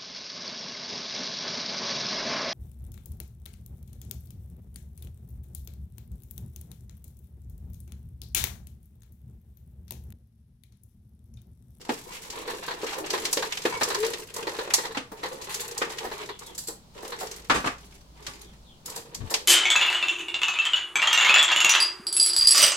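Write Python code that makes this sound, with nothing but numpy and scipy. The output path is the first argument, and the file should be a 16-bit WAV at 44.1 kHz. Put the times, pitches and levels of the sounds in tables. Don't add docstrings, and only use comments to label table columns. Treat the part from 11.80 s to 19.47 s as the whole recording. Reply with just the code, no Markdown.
import sys
import numpy as np
from scipy import signal
from scipy.fft import rfft, irfft, next_fast_len
from scipy.io import wavfile
from scipy.ndimage import map_coordinates

SR = 44100
rng = np.random.default_rng(int(sys.argv[2]) if len(sys.argv) > 2 else 0)


def unload_wav(signal):
    wavfile.write(
        sys.argv[1],
        SR,
        np.round(np.clip(np.atleast_2d(signal).T, -1, 1) * 32767).astype(np.int16),
    )


N = 338247

# pitch in Hz, width in Hz, strength in dB.
WHEEL_RESONANCES = [(456, 59, 3.5), (910, 330, -4.5), (1817, 190, 3.5), (4210, 1300, -4)]
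# frequency in Hz, relative level in dB.
BOOM_COLOUR = [(120, -27.5), (250, -12.5), (340, -1.5), (500, -3), (700, -16.5), (1200, -16.5), (4000, -62)]
CLACK_COLOUR = [(300, -35.5), (650, 9.5), (1000, 14.5), (1700, 5.5), (2800, 6.5), (4200, 6.5),
                (15000, -80.5)]
GRIT_COLOUR = [(500, 0.5), (2000, 5), (3800, 2), (7700, 2), (9000, -4.5), (12000, -3), (16000, -13.5)]
FRAME_COLOUR = [(250, 1.5), (800, 1), (1500, 1), (4200, -6.5), (8000, -10.5), (16000, -30)]


def amp(db):
    return 10 ** (np.asarray(db) / 20)


def unit(x):
    return x / np.sqrt(np.mean(x ** 2) + 1e-20)


def along(points, hz):
    frequencies, values = np.transpose(points)
    return np.interp(np.log(hz + 1), np.log(frequencies + 1), values)


def wobble(rate):
    return map_coordinates(rng.standard_normal(int(N * rate / SR) + 4), [np.arange(N) * rate / SR])


def filtered(x, response):
    n = x.shape[-1]
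    padded = next_fast_len(n + SR // 20, True)
    return irfft(rfft(x, padded) * response(np.fft.rfftfreq(padded, 1 / SR)), padded)[..., :n]


def add(track, start_s, sound):
    part = track[:, max(round(start_s * SR), 0):][:, :sound.shape[1]]
    part += sound[:, :part.shape[1]]


def centred(colour, centre_hz, fall_db):
    hz = np.geomspace(50, SR / 2, 60)
    return np.transpose([hz, along(colour, hz) - fall_db * np.abs(np.log2(hz / centre_hz))])


def detuned(resonances, spread):
    return np.array(resonances) * np.exp(spread * rng.standard_normal((len(resonances), 1)) * [1, 0, 0])


def body(colour, resonances=(), ring_db=0, size=4096):
    hz = np.fft.rfftfreq(size, 1 / SR)
    peaks = sum(amp(db + ring_db) * 1j * hz * width / (pitch * pitch - hz * hz + 1j * hz * width)
                for pitch, width, db in resonances)
    cepstrum = irfft(np.log(amp(along(colour, hz)) * np.abs(1 + peaks)))
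    cepstrum[1:size // 2] *= 2
    cepstrum[size // 2 + 1:] = 0
    return irfft(np.exp(rfft(cepstrum)))[None]


def diffuse(n):
    # frequency in Hz, likeness (1 is the same, 0 unrelated).
    likeness = [(250, 0.89), (550, 0.55), (1000, -0.08)]
    angle = lambda hz: np.arccos(np.clip(along(likeness, hz), -1, 1)) / 2
    shares = lambda hz: np.array([np.cos(angle(hz)), np.sin(angle(hz))])
    mid, side = filtered(rng.standard_normal((2, n)), shares)
    return np.array([mid + side, mid - side])


def yard(direct_db=-15, near_fade_s=0.11, tail_db=-11, rise_s=0.0046):
    # frequency in Hz, seconds to fade by 60 dB.
    fade_times = [(300, 0.29), (15000, 0.24)]
    n = SR // 4
    t = np.arange(n) / SR
    hz, times, bands = signal.stft(diffuse(n), SR, nperseg=256)
    fading = amp(-60 * times / along(fade_times, hz)[:, None])
    tail = signal.istft(bands * fading, SR, nperseg=256)[1][:, :n]
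    near = diffuse(n) * amp(-60 * t / near_fade_s)
    echoes = (near + amp(tail_db) * tail) * (1 - np.exp(-t / rise_s))
    path = unit(echoes) / np.sqrt(n)
    path[:, 0] += amp(direct_db)
    return path


def blow(response, path):
    sound = signal.fftconvolve(path, response, axes=1)
    return sound / np.sqrt(np.mean(sound[:, :SR // 50] ** 2))


def tone(rows, waver, waver_rate, fade_s=0.0074):
    t = np.arange(N) / SR
    times, pitches, levels = np.transpose(rows)
    hz = np.interp(t, times, pitches) * (1 + waver * wobble(waver_rate))
    fade = np.clip(np.minimum(t - times[0], times[-1] - t) / fade_s + 1, 0, 1)
    gain = fade * amp(np.interp(t, times, levels))
    return gain * np.sqrt(2) * np.sin(2 * np.pi * np.cumsum(hz) / SR)


def slides(rows, response, slip_chance):
    out = np.zeros((2, N))
    for start, length, db in rows:
        n = int(length * SR)
        slips = (rng.random(n) < slip_chance) * rng.standard_normal(n) * np.sqrt(np.hanning(n))
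        one_slip = blow(response, yard(near_fade_s=0.026, tail_db=-18.5))
        slide = signal.fftconvolve(slips[None], one_slip, axes=1)
        add(out, start, amp(db) * slide / np.sqrt(np.mean(slide[:, :2 * n] ** 2) + 1e-20))
    return out


def town():
    # frequency in Hz, relative level in dB.
    colour = [(55, -2.5), (105, -6.5), (155, -1.5), (400, -16), (1000, -17), (1800, -29), (4300, -23),
              (15000, -38)]
    # time in seconds, pitch in Hz, level in dB.
    hum = [(5.6, 55.35, -55.5), (6.8, 57.7, -53.5)]
    rumble = unit(filtered(diffuse(N), lambda hz: amp(along(colour, hz))))
    return amp(-53.5) * rumble + tone(hum, waver=0.018, waver_rate=6.9, fade_s=0.13)


def bird(from_hz=4200, to_hz=2770):
    # start in seconds, length in seconds, relative level in dB.
    notes = [(4.464, 0.081, -49), (4.613, 0.11, -53), (6.6, .125, -62), (6.828, 0.11, -57.5)]
    song = np.zeros((1, N))
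    for start, length, db in notes:
        n = int(length * SR)
        hz = np.geomspace(from_hz, to_hz, n) * (1 + 0.035 * wobble(700)[:n])
        whistle = np.sqrt(np.hanning(n)) * np.sin(2 * np.pi * np.cumsum(hz) / SR)
        add(song, start, amp(db) * whistle[None])
    return amp(5) * signal.fftconvolve(song, yard(near_fade_s=0.3), axes=1)[:, :N]


def thud(peak_s=7.43, width_s=0.033):
    colour = centred(FRAME_COLOUR, centre_hz=86, fall_db=9.5)
    swell = np.exp(-((np.arange(N) / SR - peak_s) / width_s) ** 2 / 2)
    low_noise = unit(filtered(diffuse(N), lambda hz: amp(along(colour, hz))))
    return swell * low_noise * amp([[-31.5], [-42.5]])


def axles():
    # start in seconds, length in seconds, level in dB.
    creaks = [(.24, 0.11, -52.5), (1.885, 0.078, -35.5)]
    # pitch in Hz, width in Hz, strength in dB.
    hub_resonances = [(978, 75, 20), (2247, 48, 20.5)]
    # time in seconds, pitch in Hz, relative level in dB.
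    chatter = [(2.155, 385, -37), (2.245, 448.5, -23), (2.28, 459, -35.5), (2.34, 466, -40)]
    groan = tone(chatter, waver=0.003, waver_rate=60) * amp([[2], [-3]])
    return slides(creaks, body(FRAME_COLOUR, hub_resonances), slip_chance=0.012) + groan


def scraping():
    # start in seconds, length in seconds, level in dB.
    scuffs = [(3.794, 0.027, -37), (4.66, 0.01, -45), (4.775, 0.016, -33.5), (4.824, 0.018, -48),
              (4.868, 0.019, -34), (5.38, .05, -43), (7.056, 0.0045, -34.5), (7.094, 0.01, -39),
              (7.146, 0.037, -39), (7.498, 0.02, -34.5)]
    scrubs = [(1.145, 0.067, -39.5), (3.312, 0.023, -40.5), (4.235, 0.04, -36.5), (4.872, 0.039, -42),
              (5.228, 0.024, -39.5), (5.39, 0.065, -38), (7.498, 0.038, -36.5)]
    # frequency in Hz, relative level in dB.
    scuff_colour = [(600, -12.5), (2600, -15), (4500, 0.5), (5600, -2.5), (9000, -7), (11300, -3),
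                    (16000, -15)]
    scrub_colour = [(150, -16.5), (350, 2.5), (1000, -1.5), (3000, -21.5)]
    # pitch in Hz, width in Hz, strength in dB.
    hiss_peak = [(7500, 570, 7)]
    hiss = slides(scuffs, body(scuff_colour, hiss_peak), slip_chance=0.024)
    return hiss + slides(scrubs, body(scrub_colour, WHEEL_RESONANCES), slip_chance=0.006)


def jolts():
    # start in seconds, relative thump and clatter levels in dB, clatter's centre in Hz.
    bumps = [(0.092, -19, -27.5, 2400), (1.853, -29, -23.5, 2500), (2.015, -40, -22, 1010),
             (3.171, -24.5, -25.5, 3000), (4.017, -41, -21, 2000), (5.698, -26.5, -13.5, 1500),
             (5.708, -27.5, -16.5, 1380), (5.759, -25.5, -27, 1700), (5.843, -30.5, -24.5, 1000),
             (5.871, -27.5, -21.5, 1700)]
    # start in seconds, length in seconds, level in dB.
    rattles = [(5.712, 0.083, -31), (5.842, 0.037, -32.5), (6.466, 0.026, -43)]
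    # frequency in Hz, relative level in dB.
    thump_colour = [(70, -33), (190, -4.5), (265, -2.5), (480, 0), (800, -5), (2500, -66)]
    # pitch in Hz, width in Hz, strength in dB.
    body_resonances = [(273, 47, 15.5), (485, 48, 9.5), (870, 150, 15.5)]
    frame_resonances = [(1160, 60, 1.5), (1220, 130, -7), (1506, 55, -7), (1690, 40, -9), (2485, 76, -6)]
    plastic = body(thump_colour, body_resonances)
    out = slides(rattles, body(FRAME_COLOUR, frame_resonances), slip_chance=0.022)
    for start, thump_db, clatter_db, centre_hz in bumps:
        frame = body(centred(FRAME_COLOUR, centre_hz, fall_db=4.5), frame_resonances)
        thump = amp(thump_db - 6.5) * blow(plastic, yard(direct_db=0))
        clatter = amp(clatter_db - 3.5) * blow(frame, yard(near_fade_s=0.065, rise_s=0.003))
        add(out, start, thump + clatter)
    return out


def cracks(burst_db=-9.5, clack_db=-24.5):
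    # start in seconds, relative level in dB, centre frequency in Hz.
    grains = [(0.5016, -27, 4940), (1.091, -30.5, 3000), (1.261, -31, 6040), (1.3034, -18, 4560),
              (1.4523, -16, 4100), (1.5286, -12.5, 7850), (1.571, -17.5, 3560), (1.7225, -19, 3160),
              (1.772, -22, 3370), (2.032, -14.5, 5800), (2.146, -20, 4800), (2.3349, -22.5, 3500),
              (2.54, -29, 9500), (2.563, -26, 8200), (2.904, -23, 1970), (2.937, -7, 7000),
              (2.9427, -13, 7260), (3.053, -31.5, 5400), (3.619, -31.5, 4660), (3.7425, -21.5, 7000),
              (3.879, -29.5, 11300), (3.911, -30, 6100), (3.9777, -20.5, 7550), (4.184, -23.5, 3200),
              (4.591, -33.5, 8150), (4.749, -34, 7800), (5.513, -28.5, 6500), (6.4662, -24, 3800),
              (7.3464, -24.5, 6360), (7.54, -10.5, 4100)]
    shell, out = body(CLACK_COLOUR), np.zeros((2, N))
    for start, db, centre_hz in grains:
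        grit = body(centred(GRIT_COLOUR, centre_hz, fall_db=7.0))
        path = yard(near_fade_s=0.056, tail_db=-13, rise_s=0.0015)
        crack = amp(burst_db) * blow(grit, path) + amp(clack_db) * blow(shell, path)
        add(out, start, amp(db) * crack)
    return out


def knocks(boom_db=-3.5, clack_db=-5.5, snap_db=-18):
    # start in seconds, relative level in dB, hardness from 0 (hollow boom) to 1 (shell clack).
    hits = [(0.093, -25, 0.3), (0.677, -27, 0.65), (0.699, -31.5, 0.84), (0.735, -32.5, .25),
            (0.828, -37, 0.88), (.880, -25.5, 0.92), (0.909, -26.5, 0.99), (1.033, -25, 0.12),
            (1.337, -20, 0.71), (1.378, -32, 0.93), (1.571, -24, 0.22), (1.625, -22.5, 1),
            (1.853, -17.5, 0.38), (2.011, -19, 0.93), (2.078, -28, 0.37), (2.104, -24, 1),
            (2.146, -23.5, 1), (2.232, -26, 0.91), (2.670, -23, 0.74), (2.744, -33.5, 0.86),
            (2.788, -23.5, 0.6), (2.982, -24.5, 0.77), (3.036, -31.5, 1), (3.052, -27.5, 0.94),
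            (3.109, -36, 1), (3.148, -29, 1), (3.433, -24, 0.93), (3.457, -29, 0.74), (4.017, -25.5, 0.18),
            (4.246, -35, 0.3), (4.315, -28.5, 0.84), (4.49, -30, 0.93), (5.322, -28.5, 0.94)]
    grit, out = body(GRIT_COLOUR), np.zeros((2, N))
    for start, db, hardness in hits:
        resonances = detuned(WHEEL_RESONANCES, spread=0.045)
        hollow = body(BOOM_COLOUR, resonances, ring_db=3)
        shell = body(CLACK_COLOUR, resonances, ring_db=9)
        path = yard(direct_db=-12, near_fade_s=0.13, tail_db=-11.5, rise_s=0.002)
        boom = np.sqrt(1 - hardness) * amp(boom_db) * blow(hollow, yard(direct_db=-2))
        clack = np.sqrt(hardness) * amp(clack_db) * blow(shell, path)
        snap = amp(snap_db) * blow(grit, path)
        add(out, start, amp(db) * (boom + clack + snap))
    return out


def pushing(speed_up_s=0.045, coast_db_per_s=97):
    # start in seconds, length in seconds, relative level in dB, extra dB for the crunch.
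    pushes = [(-.05, 1, -50, 3), (0.516, 0.4, -39.5, -7), (0.974, 0.67, -39, -0.5), (1.707, 0.37, -46, 2.5),
              (1.998, 0.36, -36.5, -2), (2.524, 0.51, -38.5, -3.5), (3.36, 0.8, -42.5, -6),
              (3.69, 0.12, -44, 5.5), (3.925, 0.51, -40, -7.5), (4.58, 0.093, -47, -5),
              (5.134, 0.45, -46, -1), (5.684, 0.43, -61, 4), (6.346, 0.27, -55, 1.5),
              (7.043, 0.15, -44, -9), (7.294, 0.32, -48, -12)]
    t, rumble, crunch = np.arange(N) / SR, np.zeros(N), np.zeros(N)
    for start, length, db, gritty_db in pushes:
        build_up = np.clip((t - start) / speed_up_s, 0, 1)
        speed = build_up * amp(-coast_db_per_s * np.maximum(t - start - length, 0))
        rumble = np.maximum(rumble, amp(db) * speed)
        crunch = np.maximum(crunch, amp(db + gritty_db) * speed)
    return rumble, crunch


def grinding(colour, per_second, spread_db, resonances=(), clump_db=2, clump_rate=30):
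    sizes = amp(spread_db * np.clip(rng.standard_normal(N), -2, 2) + clump_db * wobble(clump_rate))
    taps = (rng.random(N) < per_second / SR) * sizes * rng.choice([-1, 1], N)
    out, step = np.zeros((2, N)), SR // 3
    for i in range(0, N, step):
        response = body(colour, detuned(resonances, spread=0.06) if resonances else ())
        one_tap = blow(response, yard(near_fade_s=0.04, rise_s=0.0015))
        add(out, i / SR, signal.fftconvolve(taps[None, i:i + step], one_tap, axes=1))
    return unit(out)


def rolling():
    rumble_gain, crunch_gain = pushing()
    drum = grinding(BOOM_COLOUR, per_second=110, spread_db=4, resonances=WHEEL_RESONANCES)
    shell_colours = [centred(CLACK_COLOUR, hz, fall_db=5) for hz in (900, 2400)]
    rattle = unit(sum(grinding(colour, per_second=55, spread_db=4.5, resonances=WHEEL_RESONANCES)
                      for colour in shell_colours))
    grit_colours = [centred(GRIT_COLOUR, hz, fall_db=5) for hz in (2600, 5000, 10000)]
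    crunch = unit(sum(grinding(colour, per_second=45, spread_db=5.2) for colour in grit_colours))
    return rumble_gain * (amp(-2) * drum + amp(-3) * rattle) + amp(1.5) * crunch_gain * crunch


def scene():
    tricycle = rolling() + knocks() + cracks() + scraping() + jolts() + axles()
    return tricycle + bird() + thud() + town()


def record(dry, top_hz=16200):
    return filtered(dry, lambda hz: hz < top_hz)


dry = scene()
out = record(dry)
unload_wav(out)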